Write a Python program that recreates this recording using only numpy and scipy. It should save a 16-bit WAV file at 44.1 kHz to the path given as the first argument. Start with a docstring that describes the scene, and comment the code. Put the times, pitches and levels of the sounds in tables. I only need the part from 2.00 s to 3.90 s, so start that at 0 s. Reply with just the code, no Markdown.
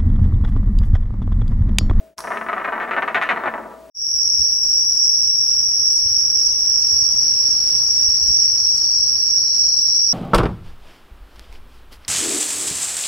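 """Wooden egg spun on a table

Fingers flick a wooden egg into a spin on a polished wooden table in a small room.
It rumbles along on its side; each touch-down chatters and rings the table top.
It skips hardest as it rears up, with sharp ticks and low thuds, then settles on its tip
and falls silent. A faint hum and hiss lie underneath."""
import sys
import numpy as np
from scipy import signal
from scipy.fft import rfft, irfft, next_fast_len
from scipy.io import wavfile
from scipy.ndimage import map_coordinates

SR = 44100
rng = np.random.default_rng(int(sys.argv[2]) if len(sys.argv) > 2 else 0)


def to_wav(s):
    """Save 16-bit WAV."""
    ch = np.atleast_2d(s).T  # columns
    pcm = np.round(np.clip(ch, -1, 1) * 32767)  # PCM
    wavfile.write(sys.argv[1], SR, pcm.astype(np.int16))


N = 83790


def amp(db):
    """Decibels to gain."""
    return 10 ** (np.asarray(db) / 20)


def unit_rms(x):
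    """Scale to rms 1."""
    return x / np.sqrt(np.mean(x ** 2) + 1e-20)


def at_hz(points, hz):
    """Interpolate (f/Hz, value) points on a log axis."""
    knots_hz, values = np.transpose(points)
    return np.interp(np.log(hz + 1), np.log(knots_hz + 1), values)


def curve(points):
    """Interpolate (t/s, value) points at every sample."""
    return np.interp(np.arange(N) / SR, *np.transpose(points))


def wobble(rate_hz):
    """Smooth random curve, rate_hz knots a second."""
    knots = rng.standard_normal(int(N * rate_hz / SR) + 4)
    return map_coordinates(knots, [np.arange(N) * rate_hz / SR])


def convolved(x, impulse):
    """Convolve, keeping the length of x."""
    return signal.fftconvolve(x, impulse, axes=1)[:, :x.shape[1]]


def coloured(x, gain_db, size=4096):
    """Minimum-phase filter with gain gain_db(hz)."""
    cepstrum = irfft(np.log(amp(gain_db(np.fft.rfftfreq(size, 1 / SR)))))
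    cepstrum[1:size // 2] *= 2
    cepstrum[size // 2 + 1:] = 0
    return convolved(x, irfft(np.exp(rfft(cepstrum)))[None])


def filtered(x, response):
    """Apply the complex gain response(hz)."""
    size = next_fast_len(N + SR // 2)
    return irfft(rfft(x, size) * response(np.fft.rfftfreq(size, 1 / SR)), size)[:, :N]


def add(track, start_s, sound):
    """Mix a sound into a track."""
    part = track[:, round(start_s * SR):][:, :sound.shape[1]]
    part += sound[:, :part.shape[1]]


# Diffuse-field width: f/Hz, side over mid/dB
STEREO_WIDTH = [(60, -23), (380, -2.5), (700, -16.5), (1300, -14), (2400, -10), (5000, -9), (8000, -34),
                (15000, -56)]


def diffuse(count):
    """Near-white stereo noise whose width varies with frequency."""
    mid, side = rng.standard_normal((2, 1, count))
    side = coloured(side, lambda hz: at_hz(STEREO_WIDTH, hz))
    return unit_rms(np.vstack([mid + side, mid - side]))


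def noise(count, spectrum):
    """Diffuse noise at rms 1, shaped by (f/Hz, level/dB) points."""
    return unit_rms(coloured(diffuse(count), lambda hz: at_hz(spectrum, hz)))


# Room decay: f/Hz, T60/s
ROOM_DECAY = [(150, 1), (1000, 0.9), (3000, 0.49), (6000, 0.9), (10000, 0.99), (16000, 0.14)]


def in_room(x, wet_db):
    """Add the room's tail; each frequency dies at its own rate."""
    hz, t, bins = signal.stft(diffuse(SR // 2), SR, nperseg=256)
    decay = amp(-60 * t / at_hz(ROOM_DECAY, hz)[:, None]) * (t > 0)
    tail = signal.istft(bins * decay, SR, nperseg=256)[1]
    return x + amp(wet_db) * convolved(x, tail / np.linalg.norm(tail[0]))


# Hum tones, before the background gain: f/Hz, level/dB
HUM_TONES = [(59, -66), (592, -57.5), (650, -49.5), (15735, -76)]
# Room noise spectrum: f/Hz, level/dB
HISS_SPECTRUM = [(25, -18), (100, -3), (200, 5.5), (300, 7.5), (500, 6), (700, -1.5), (1100, -6.5),
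                 (2000, -9.5), (4000, -14), (8000, -15.5), (12000, -18), (15000, -21)]
# Gain on hum and hiss: t/s, gain/dB
BACKGROUND_GAIN = [(.04, 3), (.09, -0.5), (.135, -9.5), (.16, -38), (.18, 5.5)]


def background(waver_db=1.8, hiss_db=-55.5):
    """Wavering hum and room noise; the level dips briefly before the flick."""
    t = np.arange(N) / SR
    hum = np.zeros(N)
    for hz, db in HUM_TONES:
        peak = np.sqrt(2) * amp(db + waver_db * wobble(rate_hz=25.5))
        hum += peak * np.sin(2 * np.pi * (hz * t + rng.random()))
    hiss = amp(hiss_db) * noise(N, HISS_SPECTRUM)
    return (hum + hiss) * amp(curve(BACKGROUND_GAIN))


# Rumble envelope: t/s, level/dB
ROLL_LEVEL = [(.17, -90), (.19, -49.5), (.3, -39.5), (.8, -39), (1.1, -37), (1.3, -35), (1.45, -39.5),
              (1.6, -41), (1.73, -41.5), (1.79, -53), (1.9, -76)]
# Rumble spectrum: f/Hz, level/dB
ROLL_SPECTRUM = [(40, -26), (120, -17), (210, -2.5), (500, 2.5), (1100, -7), (1800, -23.5), (3000, -28.5),
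                 (6000, -50.5), (16000, -70)]


def rolling(flutter_db=0.95):
    """The egg rumbles over the grain of the wood."""
    return noise(N, ROLL_SPECTRUM) * amp(curve(ROLL_LEVEL) + flutter_db * wobble(rate_hz=60))


# Fingertip slips: t/s, level/dB, T60/s
SLIPS = [(0.177, -40, 0.023), (0.183, -33, 0.015), (.185, -30, 0.093), (0.19, -24, 0.0092),
         (0.2043, -26, 0.02)]
# Slip spectrum: f/Hz, level/dB
SLIP_SPECTRUM = [(300, -35), (1000, 12), (2800, -13.5), (4300, -15), (5500, -2.5), (7800, -11.5),
                 (10500, -2.5), (13000, -14), (16000, -33)]


def flick():
    """Fingertips slip over the wood as they set the egg going."""
    track, t = np.zeros((2, N)), np.arange(SR // 10) / SR
    for start_s, db, t60_s in SLIPS:
        add(track, start_s, noise(len(t), SLIP_SPECTRUM) * amp(db - 60 * t / t60_s))
    return in_room(track, wet_db=-3.5)


# Finger releases: t/s, level/dB, f/Hz
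FINGER_SNAPS = [(0.1819, -15, 5450), (0.1915, -35, 4080), (0.206, -22, 4700)]


def snaps(t60_s=0.003):
    """Short pitched cracks as the fingers snap off the egg."""
    track, t = np.zeros((2, N)), np.arange(SR // 50) / SR
    for start_s, db, hz in FINGER_SNAPS:
        crack = amp(db - 60 * t / t60_s) * np.sin(2 * np.pi * hz * t)
        add(track, start_s, crack[None])
    return in_room(track, wet_db=-8)


# Table-top modes: f/Hz, level/dB, T60/s
TABLE_MODES = [(227, -7.5, 0.24), (369, 0, 0.041), (609, 0, .1), (679.8, 1, 0.15), (971, -1.5, 0.21),
               (1024.7, -5, 0.32), (1194, 0.5, 0.13), (1306, 4, 0.2), (1427.5, 8.5, .12), (1625, 4, 0.04),
               (1769, 4, 0.16), (2012, -4.5, 0.083), (2126, -3, 0.068), (2500, -29, 0.089),
               (2580, -7.5, 0.15), (2570, -11, 0.16), (2860, -22, 0.13), (3530, -18, 0.03),
               (3733, -22, .05)]


def table_ring(t, scatter_db=1, attack_s=0.00059):
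    """The table's modes ring, in a slightly different mix at every spot."""
    ring = np.zeros((1, len(t)))
    for k, (hz, db, t60_s) in enumerate(TABLE_MODES):
        envelope = amp(db + scatter_db * rng.standard_normal() - 60 * t / t60_s)
        ring += (-1) ** k * envelope * np.sin(2 * np.pi * hz * t)
    return unit_rms(ring) * (1 - np.exp(-t / attack_s))


# Spectrum of one contact's thump: f/Hz, level/dB
THUMP_SPECTRUM = [(40, -36), (120, -26.5), (210, -8.5), (500, -10.5), (800, 0.5), (1300, 3.5), (2000, -0.5),
                  (2900, -16), (3800, -26.5), (4800, -40), (6000, -44), (8000, -49), (11000, -57),
                  (15000, -66)]
# Reflections off nearby surfaces: delay/s, level/dB
NEAR_ECHOES = [(.0024, -16.5), (.0041, -8.5), (.0058, -10.5)]


def table_response(t, board_db=-2, board_t60_s=0.064, board_attack_s=0.0021, thump_db=1, ring_db=-31):
    """One contact gives a thump with near echoes, a short dense ring of the boards, and the modes."""
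    boards = diffuse(len(t)) * amp(-60 * t / board_t60_s) * (1 - np.exp(-t / board_attack_s))
    boards *= amp(board_db) / np.linalg.norm(boards.mean(0))
    push = (t == 0)[None] * 1.
    echoes = sum(amp(db) * (np.arange(len(t)) == round(delay_s * SR)) for delay_s, db in NEAR_ECHOES)
    colour = lambda hz: at_hz(THUMP_SPECTRUM, hz)
    thump = coloured(push + echoes + boards, colour) / abs(coloured(push, colour)).max()
    return amp(thump_db) * thump + amp(ring_db) * table_ring(t)


def chatter(t, hold_s, count=18, gap_s=0.0045, release_s=0.0038, bounce_db=-3.5, scatter_db=2):
    """One firm contact, then small uneven bounces that hold and die away."""
    times_s = np.cumsum(gap_s * (.6 + .8 * rng.random(count)))
    sizes = amp(bounce_db + scatter_db * rng.standard_normal(count))
    sizes *= np.exp(-np.maximum(times_s - hold_s, 0) / release_s)
    bounces = np.bincount((times_s * SR).astype(int), sizes, len(t))[:len(t)]
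    return (t == 0) + bounces


# Egg touch-downs: t/s, level/dB, chatter hold/s, hardness as treble tilt/(dB/octave)
TOUCH_DOWNS = [(.240, -22, 0.0033, 0.5), (.246, -10, 0.0049, -15), (.273, -14.5, 0.0023, -0.5),
               (.2775, -11.5, .004, -12), (.305, -10, 0.0081, -9), (.3195, -10, 0.0025, -4),
               (.336, -12, 0.027, -7.5), (.3722, -12, 0.0042, 2), (.413, -11.5, .005, -2.5),
               (.445, -17, 0.011, -17), (.465, -12.5, 0.0015, -5), (0.4866, -9, 0.012, -3),
               (.520, -15.5, 0.0057, -4), (0.5298, -8, 0.012, -2), (.565, -11, 0.016, -7),
               (0.5808, -14, 0.0038, -0.5), (.599, -14, 0.019, -2.5), (.642, -20, 0.0056, 3),
               (0.6473, -14, .002, 5), (.651, -11.5, 0.0063, 0), (0.677, -10, 0.017, -7),
               (.723, -9, 0.022, -6.5), (.755, -15, 0.0093, -5), (.779, -8.5, 0.0071, -8),
               (0.801, -16, 0.0036, 4), (0.806, -14, 0.025, -1.5), (.826, -18, 0.0011, 4),
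               (.832, -15.5, 0.02, -2.5), (.877, -13.5, 0.019, -6.5), (0.9108, -12.5, .004, 5),
               (.915, -13, 0.0255, 2), (0.9654, -7.5, 0.0025, -1.5), (0.976, -7.5, 0.016, -3),
               (1.0227, -15.5, 0.00067, 9.5), (1.028, -10, 0.0074, 1.5), (1.0786, -11.5, 0.0087, 3.5),
               (1.096, -16, 0.015, -1.5), (1.146, -12.5, 0.0065, 11.5), (1.1561, -9.5, 0.024, 6.5),
               (1.2145, -14, 0.0041, 9), (1.2242, -12, 0.015, 10), (1.254, -38.5, 0.018, 25),
               (1.2899, -11.5, 0.0094, 8.5), (1.3043, -7.5, 0.015, 3), (1.320, -12, .008, 1.5),
               (1.362, -8.5, 0.0045, -9.5), (1.374, -9.5, 0.0017, -3.5), (1.394, -16.5, 0.059, -7),
               (1.4372, -6.5, 0.0019, -9.5), (1.451, -12.5, 0.0013, -5.5), (1.4583, -6, 0.014, -7.5),
               (1.4761, -7.5, 0.0037, -4), (1.5389, -9.5, 0.00093, -5.5), (1.554, -8.5, 0.0045, -27),
               (1.579, -13, 0.0035, -8.5), (1.597, -8, 0.0064, -31.5), (1.636, -19.5, 0.0034, -17),
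               (1.657, -10, 0.0018, -31), (1.677, -32, .003, -17), (1.695, -37, 0.0033, -7),
               (1.715, -26, .005, -8.5), (1.727, -32, 0.0044, -19)]


def knocks(pivot_hz=1300, tilt_span_octaves=1.19, flick_s=0.183, flick_db=-53):
    """The flick rings the table, then each touch-down chatters on it; harder contacts are brighter."""
    track, t = np.zeros((2, N)), np.arange(SR // 4) / SR
    octaves_up = lambda hz: np.minimum(np.log2(1 + (hz / pivot_hz) ** 2) / 2, tilt_span_octaves)
    for start_s, db, hold_s, hardness in TOUCH_DOWNS:
        contacts, response = chatter(t, hold_s), table_response(t)
        blow = convolved(contacts[None], response)
        # the contacts add in energy
        blow *= np.linalg.norm(contacts) * np.linalg.norm(response) / np.linalg.norm(blow)
        blow = coloured(blow, lambda hz: hardness * octaves_up(hz))
        add(track, start_s, amp(db) * blow)
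    add(track, flick_s, amp(flick_db) * table_ring(t))
    return in_room(track, wet_db=-12)


# Hard-spot strikes: t/s, peak level/dB
HARD_STRIKES = [(0.3735, -31), (1.0266, -52), (1.148, -22.5), (1.216, -31), (1.2254, -21.5), (1.2362, -28),
                (1.29, -47), (1.4378, -33), (1.4608, -33)]
# Tick spectrum: f/Hz, level/dB
TICK_SPECTRUM = [(1500, -12), (3600, 11.5), (4800, -7), (6000, -3), (8000, -17), (11000, -12), (15000, -42)]


def ticks(t60_s=0.0048):
    """Tiny bright clicks where the egg's hardest spots strike."""
    track, t = np.zeros((2, N)), np.arange(SR // 50) / SR
    for start_s, db in HARD_STRIKES:
        burst = diffuse(len(t)) * amp(-60 * t / t60_s)
        click = coloured(burst, lambda hz: at_hz(TICK_SPECTRUM, hz))
        add(track, start_s, amp(db) * click / abs(click).max())
    return in_room(track, wet_db=-9.5)


# Heavy landings: t/s, level/dB
LANDINGS = [(1.149, -44), (1.215, -55), (1.31, -59), (1.46, -40.5)]


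def thuds(hz=116.6, t60_s=0.21, attack_s=0.005):
    """Heavy landings shake the whole table in one low, dull note."""
    track, t = np.zeros((2, N)), np.arange(SR // 4) / SR
    envelope = amp(-60 * t / t60_s) * (1 - np.exp(-t / attack_s))
    thud = envelope * np.sin(2 * np.pi * hz * t)
    for start_s, db in LANDINGS:
        add(track, start_s, amp(db) * thud[None])
    return track


# Dips in the table's radiation: f/Hz, width/Hz, gain/dB
RADIATION_DIPS = [(306, 71, -2.5), (507, 11.7, -7.5), (807, 17, -9.5), (882, 12.5, -8.5), (1398, 39, -12.5),
                  (1672, 21, -11), (2070, 26, -4.5), (2386, 57, -3), (2610, 65, 0), (3330, 130, -3)]


def radiated(x):
    """The table radiates poorly between its modes."""
    return coloured(x, lambda hz: sum(db * np.exp(-((hz - centre_hz) / width_hz) ** 2)
                                      for centre_hz, width_hz, db in RADIATION_DIPS))


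# Stereo balance: f/Hz, left over right/dB
LEFT_BALANCE = [(60, 2), (200, 1), (420, 6.5), (700, 2), (930, -2), (1200, 2.5), (1550, 4.5), (2100, -0.7),
                (4400, 0.7), (8000, 0)]
# Stereo phase: f/Hz, left lead/rad
LEFT_LEAD = [(60, 0.41), (200, 0.054), (430, 0), (560, 0.38), (850, 0.27), (1050, 0.88), (1300, 0.29),
             (1700, 0.25), (2300, 0)]


def placed_left(x):
    """Sound from a little to the left: that side is mostly louder and leads in the low notes."""
    side = np.array([[.5], [-.5]])
    gain = lambda hz: amp(side * at_hz(LEFT_BALANCE, hz))
    return filtered(x, lambda hz: gain(hz) * np.exp(1j * side * at_hz(LEFT_LEAD, hz)))


def scene():
    """Table and background sit slightly left; ticks and finger sounds are centred."""
    table = radiated(knocks() + rolling()) + thuds()
    return placed_left(table + background()) + ticks() + flick() + snaps()


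def record(dry):
    """Round off peaks near full scale, then limit the band."""
    top_hz = 16000
    rounded = dry / (1 + abs(dry) ** 6) ** (1 / 6)
    return filtered(rounded, lambda hz: hz < top_hz)


dry = scene()
out = record(dry)
to_wav(out)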